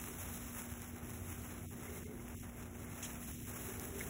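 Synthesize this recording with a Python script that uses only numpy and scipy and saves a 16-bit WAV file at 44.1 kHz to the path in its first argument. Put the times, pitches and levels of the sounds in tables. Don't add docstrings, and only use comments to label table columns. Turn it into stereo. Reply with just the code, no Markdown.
import sys
import numpy as np
from scipy import signal
from scipy.fft import rfft, irfft, next_fast_len
from scipy.io import wavfile
from scipy.ndimage import uniform_filter1d

SR = 44100
rng = np.random.default_rng(int(sys.argv[2]) if len(sys.argv) > 2 else 0)


def level_to_linear(level):
    exponent = np.asarray(level, float) / 20
    return 10 ** exponent


def inscribe(sig):
    pcm = np.round(np.clip(np.atleast_2d(sig).T, -1, 1) * 32767)
    wavfile.write(sys.argv[1], SR, pcm.astype(np.int16))


N = 180369


def rms_one(x):
    return x / np.sqrt(np.mean(x ** 2) + 1e-20)


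def in_time(rows):
    s, *columns = np.transpose(rows)
    return [np.interp(np.arange(N) / SR, s, c) for c in columns]


def at_hz(points, hz):
    table_hz, values = np.array(points).T
    return np.interp(np.log(hz + 1), np.log(table_hz), values)


def shaped(x, gain):
    size = next_fast_len(N + 4096)
    hz = np.arange(size // 2 + 1) * SR / size
    return irfft(rfft(x, size) * gain(hz), size)[..., :N]


def band(x, low_hz, high_hz):
    return signal.sosfilt(signal.butter(2, [low_hz, high_hz], "band", fs=SR, output="sos"), x)


def drift(rate_hz):
    r = np.exp(-80 * np.pi * rate_hz / SR)
    noise = rng.standard_normal(N // 40 + 2002)
    slow = signal.lfilter([1], [1, -2 * r, r * r], noise)[2000:]
    return np.interp(np.arange(N) / 40, np.arange(len(slow)), rms_one(slow))


def ring(x, hz, width_hz):
    r, w = np.exp(-np.pi * width_hz / SR), 2 * np.pi * hz / SR
    return signal.lfilter([0, np.sin(w)], [1, -2 * r * np.cos(w), r * r], x + 1e-18)


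def clicks(times, sizes):
    out = np.zeros(N)
    out[(np.asarray(times) * SR).astype(int)] = sizes
    return out


def burn():
    # start_s, sizzle_db
    swing = [(0.0, -49.5), (0.44, -51), (0.7, -53), (1.02, -59), (1.15, -55.5), (1.45, -53), (1.62, -57),
             (1.9, -55.5), (2.14, -60), (2.36, -59.5), (2.5, -61), (2.74, -62.5), (3.0, -53), (3.4, -53),
             (3.62, -50.5), (3.8, -54), (4.09, -49.5)]
    # peak_s, rise_db
    rich_patches = [(0.0, 2.5), (0.21, 3), (0.36, 1.5), (0.58, 4.5), (1.091, 3), (1.309, 3.5), (1.85, 2),
                    (1.982, 5.5), (2.29, 3.5), (2.42, 6), (2.631, 4), (2.81, 2.5), (3.091, 4), (3.308, 3.5),
                    (3.709, 4.5), (3.83, 4), (3.98, 2)]
    rise_s, fall_s = .046, .047
    t, surge_db = np.arange(N) / SR, 0
    for s, db in rich_patches:
        pace_s = np.where(t < s, rise_s, fall_s)
        surge_db = surge_db + db * np.exp(-((t - s) / pace_s) ** 2)
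    return in_time(swing)[0], surge_db


def sparkler():
    # pitch_hz, level_db (per Hz)
    fizz_tone = [(480, 0.5), (800, 2), (1300, 3), (2100, 0.65), (3000, -3), (4500, -1.34), (7000, -1.5),
                 (8500, 2), (10500, 1), (13000, -1.3), (15800, -1.5)]
    sparks_per_s, spread_db, biggest = 4000., 3.5, 4.0
    hiss_share, flutter_db = .55, 1.24
    near_db, surge_db = burn()
    swing_db = near_db + 55
    registers = (near_db + surge_db,
                 -59.5 + 0.84 * swing_db + 0.96 * surge_db,
                 -60.5 + 0.55 * swing_db + 0.75 * surge_db)
    sizzle_db, body_db, roar_db = (db + 1.02 * drift(15.0) for db in registers)
    sizes = level_to_linear(spread_db * np.minimum(rng.exponential(1, N), biggest)) * rng.choice([-1, 1], N)
    cracks = rms_one(sizes * (rng.random(N) < sparks_per_s / SR))
    fire = np.sqrt(1 - hiss_share) * cracks + np.sqrt(hiss_share) * rng.standard_normal(N)
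    flutter = level_to_linear(flutter_db * drift(12.0) + .9 * drift(85.0))
    fire = shaped(fire * flutter, lambda hz: level_to_linear(at_hz(fizz_tone, hz)))
    sizzle = shaped(fire, lambda hz: 1 / (1 + (8000 / (hz + 1)) ** 6))
    roar = shaped(fire, lambda hz: 1 / (1 + (hz / 2800) ** 6))
    body = fire - sizzle - roar
    return level_to_linear(sizzle_db + 5.0) * sizzle + level_to_linear(body_db + 7.5) * body + level_to_linear(roar_db + 9.5) * roar


def night():
    # pitch_hz, level_db (per Hz)
    rumble_tone = [(15, -27), (25, -14), (60, 1.5), (86, 0.5), (189, -5), (238, -9.5), (293, -8),
                   (362, -12), (405, -16.5), (670, -17.5), (775, -17.5), (1110, -36.5), (1200, -26.5),
                   (1560, -31), (2640, -120)]
    # closest_s, rise_db, half_length_s
    vehicles = [
        (0.11, 10, 0.034),
        (1.967, 14.5, 0.25),
        (4.007, 16.5, 0.16),
    ]
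    drone_hz, width_hz = 398.5, 68
    t = np.arange(N) / SR
    rumble_db = -52.5 + 0.98 * t + 0.75 * drift(3.0)
    drone_db = -66.5 + 2.5 * drift(2.74)
    for s, db, half_s in vehicles:
        drone_db = drone_db + db / (1 + ((t - s) / half_s) ** 2)
    rumble = rms_one(shaped(rng.standard_normal(N), lambda hz: level_to_linear(at_hz(rumble_tone, hz))))
    drone = rms_one(band(rng.standard_normal(N), drone_hz - width_hz / 2, drone_hz + width_hz / 2))
    return level_to_linear(rumble_db) * rumble + level_to_linear(drone_db - 2) * drone


def fan_hum():
    # pitch_hz, width_hz, level_db, waver_db
    fan_tones = [
        (87.1, 2.51, -56, 3.5),
        (239.1, 0.37, -53.5, 0.8),
        (358.4, 2.51, -66, 1.5),
    ]
    out = 0
    for hz, width_hz, db, waver_db in fan_tones:
        phase = 2 * np.pi * np.cumsum(hz + width_hz * drift(2.91)) / SR
        out = out + level_to_linear(db + 1.5 + waver_db * drift(3.0)) * np.sin(phase)
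    return out


def insect():
    # peak_s, level_db
    chirps = [
        (1.838, -57),
        (1.883, -49.5),
        (1.969, -52),
        (2.063, -51),
        (2.113, -57),
        (2.199, -55.5),
    ]
    chirp_hz, chirp_s = 2120, 0.0049
    t = np.arange(N) / SR
    bells = sum(level_to_linear(db) * np.exp(-((t - s) / chirp_s) ** 2) for s, db in chirps)
    chorus = rms_one(ring(rng.standard_normal(N), chirp_hz, 120))
    return bells * np.sin(2 * np.pi * chirp_hz * t) + chorus * level_to_linear(-75 + 3.0 * drift(8.))


def pops():
    # start_s, peak_db, low_part_db (against the peak)
    big_sparks = [(0.0402, -31, -3.5), (0.0745, -31, -4), (0.085, -28.5, -19), (0.2166, -28, -14),
                  (0.3476, -46, -15), (0.5493, -26, -10), (0.619, -25, -10), (0.7022, -35, -19),
                  (0.72, -33, -8), (0.7387, -31.5, -7), (0.8193, -27, -14), (0.9839, -33, -29),
                  (1.0969, -33, -15), (1.105, -27.5, -24), (1.3273, -32.5, -13), (1.4184, -36, -13),
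                  (1.5617, -39, -16), (1.646, -34, -27), (1.7405, -34, -12), (1.8704, -34, -22),
                  (1.9596, -30.5, -10), (2.0678, -37.5, -25), (2.282, -33, -6), (2.3992, -30.5, -32),
                  (2.6277, -33, -21), (2.7139, -40, -20), (3.0754, -36, -19), (3.3038, -36, -9),
                  (3.7973, -23, -20), (3.854, -27, -9)]
    lesser_count = 56
    when = rng.uniform(0, N / SR, lesser_count)
    luck = rng.standard_normal((lesser_count, 2))
    sizzle_db = sum(burn())[(when * SR).astype(int)]
    lesser_db = sizzle_db + 16.5 + 4 * luck[:, 0]
    lesser = np.transpose([when, lesser_db, -19.5 + 5.5 * luck[:, 1]])
    s, peak_db, low_db = np.transpose(np.vstack([big_sparks, lesser]))
    sign = rng.choice([-1, 1], len(s))
    fading = signal.lfilter([1], [1, -.95], clicks(s, level_to_linear(peak_db - 12.5)))
    grit = fading * rng.standard_normal(N)
    crack = band(clicks(s, sign * level_to_linear(peak_db + 4.5)) + grit, 3500, 19000)
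    weight = band(clicks(s, sign * level_to_linear(peak_db + low_db + 17.5)), 820, 3000)
    return crack + weight


def taps():
    # start_s, thump_db, body_hz, nail_tick_db
    finger_taps = [
        (1.673, -38, 290, -21),
        (2.049, -37, 340, -19),
        (2.374, -37, 390, -19),
        (2.402, -38, 430, -18.5),
        (3.238, -36, 270, -42),
        (3.259, -37, 430, -21),
        (3.443, -36, 280, -18),
    ]
    out = 0
    for s, db, hz, tick_db in finger_taps:
        out = out + level_to_linear(db) * ring(clicks([s + 0.0015], 1), hz, 115.)
        nail = band(band(clicks([s], 1), 600, 2900), 600, 2900)
        out = out + level_to_linear(tick_db) * nail
    return out * np.array([[1], [-1]])


def spit():
    # level_db, rise_s, hold_s, fall_s, pitch_hz, width_hz
    flare = (-40, 0.004, .021, 0.013, 4600, 3000)
    db, rise, hold, fall, hz, width_hz = flare
    t = np.arange(N) / SR - 3.025
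    swell = np.clip(t / rise, 0, 1) * np.exp(-np.maximum(t - rise - hold, 0) / fall)
    rough = rng.standard_normal(N) * level_to_linear(1.5 * drift(300.))
    burst = rms_one(band(rough, hz - width_hz / 3, hz + 1.7 * width_hz))
    hollow = level_to_linear(-6.0) * rms_one(ring(rough[::-1], 3800.0, 500.))
    height = np.exp(-((t - 0.022) / .005) ** 2)
    whistle = level_to_linear(-1.0) * rms_one(ring(rough, 5100.0, 300.)) * height
    return level_to_linear(db) * (swell * (burst + hollow) + whistle)


def tick():
    # level_db, contact_s
    knock = (-41.5, 0.0023)
    contacts = [
        4.0055,
        4.010,
    ]
    # pitch_hz, level_db, fade_s (to fall 60 dB)
    knock_tones = [
        (1720, 0, 0.033),
        (2040, 1, 0.036),
        (2156, 3.5, 0.045),
    ]
    db, contact_s = knock
    out = 0
    for s in contacts:
        rings = sum(level_to_linear(level_db) * ring(clicks([s], 0.93), hz, 2.3 / fade_s)
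                    for hz, level_db, fade_s in knock_tones)
        out = out + rings * np.clip((np.arange(N) / SR - s) / contact_s, 0, 1)
    return level_to_linear(db) * out


def ports(air, other_air):
    # pitch_hz, lead_radians
    port_turn = [(20, -0.2), (300, 0.22), (800, 0.58), (1400, -0.23), (2600, 0.6), (3100, -1.8), (3600, -2),
                 (4000, -2)]
    # pitch_hz, level_db
    unshared = [(40, -27), (150, -22), (400, -9), (800, -3.5), (1500, -15), (2500, -13.5), (3000, -4.5),
                (4000, -14.5), (15900, -13)]
    # pitch_hz, difference_db
    left_lift = [(60, -0.3), (200, 2.5), (400, 3), (850, -1.1), (2500, -2.5), (3900, 0)]

    def turn(hz):
        late = 3.6 - 2 * np.pi * hz * 10.3 / SR
        return np.exp(1j * np.where(hz > port_turn[-1][0], late, at_hz(port_turn, hz)))

    diffuse = shaped(other_air, lambda hz: level_to_linear(at_hz(unshared, hz)))
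    left = shaped(air + diffuse, lambda hz: level_to_linear(at_hz(left_lift, hz) / 2))
    right = shaped(air - diffuse, lambda hz: turn(hz) * level_to_linear(-at_hz(left_lift, hz) / 2))
    return np.array([left, right])


def scene():
    air = sparkler() + night()
    other_air = sparkler() + night()
    return ports(air + fan_hum() + pops() + spit() + tick() + insect(), other_air) + taps()


def handled(dry):
    # start_s, end_s, share (0-1)
    touches = [
        (1.661, 1.708, 0.9),
        (2.037, 2.071, 0.9),
        (2.351, 2.431, 0.79),
        (3.237, 3.283, 0.58),
        (3.318, 3.474, 0.69),
    ]
    # low_hz, high_hz
    middle_hz = (413, 2100)
    t, moved = np.arange(N) / SR, np.zeros(N)
    for start, end, share in touches:
        moved += share * ((t > start) & (t < end))
    moved = uniform_filter1d(moved, size=400)
    low_hz, high_hz = middle_hz
    middle = shaped(dry.mean(axis=0),
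                    lambda hz: 1 / (1 + (low_hz / (hz + 1)) ** 8) / (1 + (hz / high_hz) ** 8))
    return dry - moved * middle + np.sqrt(np.abs(moved)) * middle * [[1], [-1]]


def thinned(pair):
    thin_edges = [64, 72, 80, 88, 96, 108, 120, 132, 144, 160, 176, 196, 216, 240, 264, 292, *range(320, 737, 32)]
    sharp_cracks = [
        .818,
        2.045,
        3.797,
    ]
    bass_under_db, treble_under_db, waver_db = -12.5, -5.3, 1.97
    frame = 1024
    grid = dict(window="cosine", nperseg=2 * frame, noverlap=frame)
    sum_and_difference = np.array([pair[0] + pair[1], pair[0] - pair[1]]) / 2
    _, s, both = signal.stft(sum_and_difference, SR, **grid)
    whole = np.min(np.abs(s[:, None] - sharp_cracks), axis=1) < .6 * frame / SR
    keep = np.ones(both.shape)
    for low, high in zip(thin_edges, thin_edges[1:]):
        level = np.sqrt(np.sum(np.abs(both[:, low:high]) ** 2, axis=1))
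        under_db = treble_under_db if low > 130 else bass_under_db
        under = level_to_linear(under_db + waver_db * rng.uniform(-1.1, 1, len(s)))
        keep[:, low:high] = ((level > under * level[::-1]) | whole)[:, None]
    keep[:, 733:] = 0
    _, (mid, side) = signal.istft(both * keep, SR, **grid)
    return np.array([mid + side, mid - side])[:, :N]


def top_cut(x):
    return signal.sosfilt(signal.butter(12, 16990, fs=SR, output="sos"), x)


def record(dry):
    mix = shaped(thinned(handled(dry)), lambda hz: 1 / (1 + (31.0 / (hz + 1)) ** 6))
    return top_cut(mix)


dry = scene()
out = record(dry)
inscribe(out)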